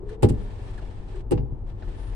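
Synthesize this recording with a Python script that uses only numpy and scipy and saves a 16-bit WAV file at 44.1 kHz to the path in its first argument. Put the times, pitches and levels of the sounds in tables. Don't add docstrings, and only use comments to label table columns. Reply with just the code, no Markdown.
import sys
import numpy as np
from scipy import signal
from scipy.fft import rfft, irfft, next_fast_len
from scipy.io import wavfile
from scipy.ndimage import uniform_filter1d, map_coordinates

SR = 44100
rng = np.random.default_rng(int(sys.argv[2]) if len(sys.argv) > 2 else 0)


def inscribe(sig):
    pcm = np.round(np.clip(np.atleast_2d(sig).T, -1, 1) * 32767)
    wavfile.write(sys.argv[1], SR, pcm.astype(np.int16))


N = 94815
T = np.arange(N) / SR

# firing_multiple, level_db
IDLE_ORDERS = [(1, -51.5), (3, -53), (4, -51.5)]
# time_s, level_db
BOOM_LEVELS = [(0, -63), (.5, -41.5), (1.1, -39), (1.7, -41), (2.15, -31.5)]
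# frequency_hz, correlation
STEREO_LIKENESS = [(250, 0.94), (500, 0.53), (1000, 0.05), (10000, 0.039)]
# frequency_hz, t60_s
CABIN_DECAY = [(100, 0.37), (400, 0.85), (900, 0.25), (4000, 0.1), (12000, .04)]
# frequency_hz, relative_db
RUMBLE_COLOUR = [(15, -3.5), (30, 12), (65, -5), (100, 2), (140, -12.5), (200, -14), (310, -17.5),
                 (380, -14.5), (620, -27.5), (850, -24.5), (1200, -37.5), (6000, -72.5), (15000, -78.5)]
HISS_COLOUR = [(300, 7.5), (900, 7), (1300, -0.5), (3300, -5.5), (6800, -18), (8500, -17), (10000, -23),
               (12500, -42.5)]
CLICK_COLOUR = [(500, 5.5), (5000, -3), (6400, -5.5), (7900, 6), (9400, 1.5), (11000, -8.5), (15500, -34)]
SNAP_COLOUR = [(6000, -38.5), (11000, -3.5), (15500, -8.5)]
CREAK_COLOUR = [(300, 16), (1100, -6.5), (1600, 5.5), (2300, -41), (3900, 0), (5500, -16), (13000, -41)]
TRIM_COLOUR = [(70, -33), (210, 13.5), (330, 3.5), (750, -49.5)]
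CRACK_COLOUR = [(150, 8), (400, 4.5), (680, -1.5), (830, 4), (1020, -9), (1800, -15.5), (2700, -18),
                (4800, -23), (6500, -34.5), (16000, -77)]
# centre_hz, width_hz, lift_db
VALVE_PEAKS = [(1767, 75, 8), (5950, 270, 0.5), (7810, 210, 5)]
BRACKET_PEAKS = [(2100, 89, 5.5), (2780, 167, 9), (4810, 130, 5)]
# time_s, relative_db
AIR_LEVELS = [(.04, -76.5), (.1, -55), (.15, -59.5), (.17, -76), (.39, -56.5), (.85, -56.5), (1.05, -61.5),
              (1.1, -57.5), (1.21, -55.5), (1.235, -79), (1.64, -77), (1.7, -57), (1.74, -70.5),
              (1.81, -63), (1.89, -57), (2.15, -56.5)]
# time_s, pitch_hz, level_db
WHISTLE_PATH = [(.38, 8300, -105), (.43, 9900, -72), (.52, 13000, -101), (.61, 10000, -80),
                (.65, 9360, -76), (.71, 11280, -81), (.77, 9750, -79), (.82, 9770, -110), (1.8, 9720, -110),
                (1.86, 10500, -76), (1.91, 11600, -94), (1.955, 11000, -77), (1.985, 9300, -67),
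                (2.02, 9800, -70), (2.09, 9550, -68), (2.13, 9300, -80)]
GROAN_PATH = [(0, 366, -49), (.05, 385, -45), (.1, 421.2, -38.5), (.21, 426.6, -48.5), (.3, 399.8, -85),
              (1.0, 373.3, -72), (1.175, 371.3, -44.5), (1.3, 350, -62)]
# start_s, level_db
CLICKS = [(0.091, -56), (0.223, -37.5), (0.229, -30.5), (.247, -53), (0.287, -36.5), (0.293, -41),
          (.324, -58), (.623, -62), (0.708, -59), (0.777, -56), (1.155, -58), (1.3085, -36.5),
          (1.318, -44)]
# start_s, level_db
STEEL_SNAPS = [(.2245, -45), (1.3082, -46.5)]
# start_s, level_db
PIVOT_CREAKS = [(0.09, -47.5), (0.777, -42), (1.14, -50), (1.821, -46)]
# pitch_hz, level_db, t60_s, left_over_right_db, left_lead_rad
BULKHEAD_MODES = [(52.6, -6.5, 0.75, 4.5, -1.1), (96.44, -14.5, 0.99, -1, -0.5),
                  (107.3, -2, 0.17, 0, -0.56), (129.8, 7, 0.19, 0.5, -0.32), (186, -16, 0.42, 17, -0.5),
                  (236, -7, 0.127, -7, -0.55)]
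ARM_MODES = [(300, -13, 0.17, -10.5, 2.6), (351, 4.5, 0.07, 2.5, 1.35), (412.7, -6.5, 0.09, 1.5, 0.56),
             (488.8, -12, .14, 9.5, 1.2), (580, -14, 0.07, 10.5, 3.5), (748.6, -28, 0.1, 11.5, -2),
             (820, -11.5, .085, 5.5, 1)]
# start_s, level_db
PAD_BOUNCES = [(.249, -13), (0.267, -20), (0.308, -18), (.336, -27), (1.3377, -22.5), (1.357, -24.5),
               (1.394, -27.5), (1.435, -32), (1.524, -32.5)]
# start_s, bulkhead_gain_db, arm_gain_db, crack_relative_db
ARM_KNOCKS = [(.2245, -39, -21, -37), (.2303, -20, -6.5, -27), (.2384, -12.5, -24, -33),
              (.2967, -24, -22.5, -44), (.825, -55, -46, -49), (1.31, -39, -21, -48),
              (1.3176, -29, -12.5, -31.5), (1.375, -36, -29.5, -41.5), (1.822, -59, -43, -50),
              (1.878, -44, -38, -58)]

THUMP_RISE_S = .0026


def amp(db):
    return 10 ** (np.asarray(db) / 20)


def along(points, hz):
    knots_hz, values = np.transpose(points)
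    return np.interp(np.log(hz + 1), np.log(knots_hz + 1), values)


def curves(rows):
    times, *columns = np.transpose(rows)
    return [np.interp(T, times, column) for column in columns]


def wobble(rate):
    return map_coordinates(rng.standard_normal(4096), [T * rate], mode="wrap")


def pan(db):
    return amp(np.array([[db], [-db]]) / 2)


def filtered(x, response):
    size = next_fast_len(N + SR // 2)
    return irfft(rfft(x, size) * response(np.fft.rfftfreq(size, 1 / SR)), size)[..., :N]


def mid_side(hz):
    angle = np.arccos(along(STEREO_LIKENESS, hz)) / 2
    return np.array([np.cos(angle), np.sin(angle)])


def noise(colour, peaks=()):
    def response(hz):
        lift_db = sum(db / (1 + (2 * (hz - centre) / width) ** 2) for centre, width, db in peaks)
        return amp(along(colour, hz) + lift_db) * mid_side(hz)
    mid, side = filtered(rng.standard_normal((2, N)), response)
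    stereo = np.array([mid + side, mid - side])
    return stereo / np.sqrt(np.mean(stereo ** 2))


def strike(start, rise_s, t60_s):
    age = np.maximum(T - start, 0)
    return (1 - np.exp(-age / rise_s)) * np.exp(-np.log(1000) * age / t60_s)


def ring(start, modes, rise_s, scatter_db, detune=.012):
    out = np.zeros((2, N))
    live = (T >= start) & (T < start + .5)
    age = T[live] - start
    for hz, db, t60_s, side_db, lead in modes:
        level_draw, pitch_draw = rng.standard_normal(2)
        envelope = amp(db + scatter_db * level_draw) * strike(start, rise_s, t60_s)[live]
        phase = 2 * np.pi * hz * (1 + detune * pitch_draw) * age
        out[:, live] += pan(side_db) * envelope * np.sin(phase + np.array([[lead], [-lead]]) / 2)
    return out


def engine(firing_hz=27.03, boom_hz=44.5):
    turns = np.cumsum(firing_hz * (1 + .0404 * wobble(4.4))) / SR
    tones = sum(amp(db + .96 * wobble(13)) * np.sin(2 * np.pi * (order * turns + rng.random()))
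                for order, db in IDLE_ORDERS)
    boom_db, = curves(BOOM_LEVELS)
    boom = amp(boom_db + .5 * wobble(7.8)) * np.sin(2 * np.pi * boom_hz * T + .11 * wobble(31))
    rumble = amp(-34.5) * noise(RUMBLE_COLOUR)
    return np.sqrt(2) * (tones + boom) * pan(db=7.5) + rumble * pan(db=2)


def cabin_echo(x, low_cut_hz=252):
    x = filtered(x, lambda hz: (1j * hz / (low_cut_hz + 1j * hz)) ** 2)
    hz, age, bands = signal.stft(rng.standard_normal((2, SR // 2)), SR, nperseg=512)
    t60_s = along(CABIN_DECAY, hz)[:, None]
    decay = np.exp(-np.log(1000) * age / t60_s) / np.sqrt(t60_s)
    mid, side = signal.istft(bands * mid_side(hz)[..., None] * decay, SR, nperseg=512)[1]
    tail = np.array([mid + side, mid - side])
    return signal.fftconvolve(x, tail / np.linalg.norm(tail[0]), axes=1)[:, :N]


def booster_valve(glide_s=.031, waver_hz=91.3):
    hz, db = curves(WHISTLE_PATH)
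    hz = uniform_filter1d(hz, int(glide_s * SR) + 1) + waver_hz * wobble(900)
    whistle = amp(db + 2.1 * wobble(76)) * np.sin(2 * np.pi * np.cumsum(hz) / SR)
    air_db, = curves(AIR_LEVELS)
    hiss = amp(air_db + 5 + 1.27 * wobble(80)) * noise(HISS_COLOUR, VALVE_PEAKS)
    return hiss * pan(db=1) + whistle


def return_spring(jitter=.075, flutter_db=3.2):
    hz, db = curves(GROAN_PATH)
    turns = np.cumsum(hz * (1 + jitter * wobble(250))) / SR
    level = amp(db + flutter_db * wobble(140))
    return level * np.sqrt(2) * np.sin(2 * np.pi * turns) * pan(db=6.5)


def linkage():
    clicks = sum(amp(db) * strike(start, rise_s=.0015, t60_s=.057) for start, db in CLICKS)
    snaps = sum(amp(db) * strike(start, rise_s=.0015, t60_s=.031) for start, db in STEEL_SNAPS)
    return (clicks * noise(CLICK_COLOUR, BRACKET_PEAKS) + snaps * noise(SNAP_COLOUR)) * pan(db=-4)


def pivot(squeak_hz=1850, fall_per_s=17, jitter=.06):
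    out = np.zeros((2, N))
    rasp = noise(CREAK_COLOUR)
    for start, db in PIVOT_CREAKS:
        age = np.maximum(T - start, 0)
        hz = squeak_hz * np.exp(-fall_per_s * age) * (1 + jitter * wobble(1400))
        squeak = amp(-3) * np.sqrt(2) * np.sin(2 * np.pi * np.cumsum(hz) / SR)
        out += amp(db) * strike(start, rise_s=.0031, t60_s=.096) * (rasp + squeak)
    return out


def rubber_pad(push_s=.002, corner_hz=148):
    soft_modes = [(hz, db - 10 * np.log10(1 + (hz / corner_hz) ** 4), *rest)
                  for hz, db, *rest in BULKHEAD_MODES]
    thuds, trim_power = np.zeros((2, N)), np.zeros(N)
    for start, db in PAD_BOUNCES:
        progress = np.maximum(T - start, 0) / push_s
        push = amp(3.5) * progress ** 2 * (2 - progress) * np.exp(2 * (1 - progress))
        thuds += amp(db) * (push + ring(start, soft_modes, THUMP_RISE_S, scatter_db=2))
        trim_power += (amp(db - 12) * strike(start, push_s, t60_s=.32)) ** 2
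    return thuds + np.sqrt(trim_power) * noise(TRIM_COLOUR)


def pedal_arm():
    body, crack_power = np.zeros((2, N)), np.zeros(N)
    for start, bulkhead_db, arm_db, crack_db in ARM_KNOCKS:
        body += amp(bulkhead_db) * ring(start, BULKHEAD_MODES, THUMP_RISE_S, scatter_db=3.5)
        body += amp(arm_db) * ring(start, ARM_MODES, rise_s=.003, scatter_db=4)
        crack_power += (amp(crack_db + 12) * strike(start, rise_s=.002, t60_s=.073)) ** 2
    return body + np.sqrt(crack_power) * noise(CRACK_COLOUR, BRACKET_PEAKS) * pan(db=.5)


def scene():
    pedal = pedal_arm() + rubber_pad() + linkage() + pivot()
    return pedal + amp(-10) * cabin_echo(pedal) + booster_valve() + return_spring() + engine()


def record(dry):
    return filtered(np.clip(dry, -1, 1), lambda hz: hz < 15800)


dry = scene()
out = record(dry)
inscribe(out)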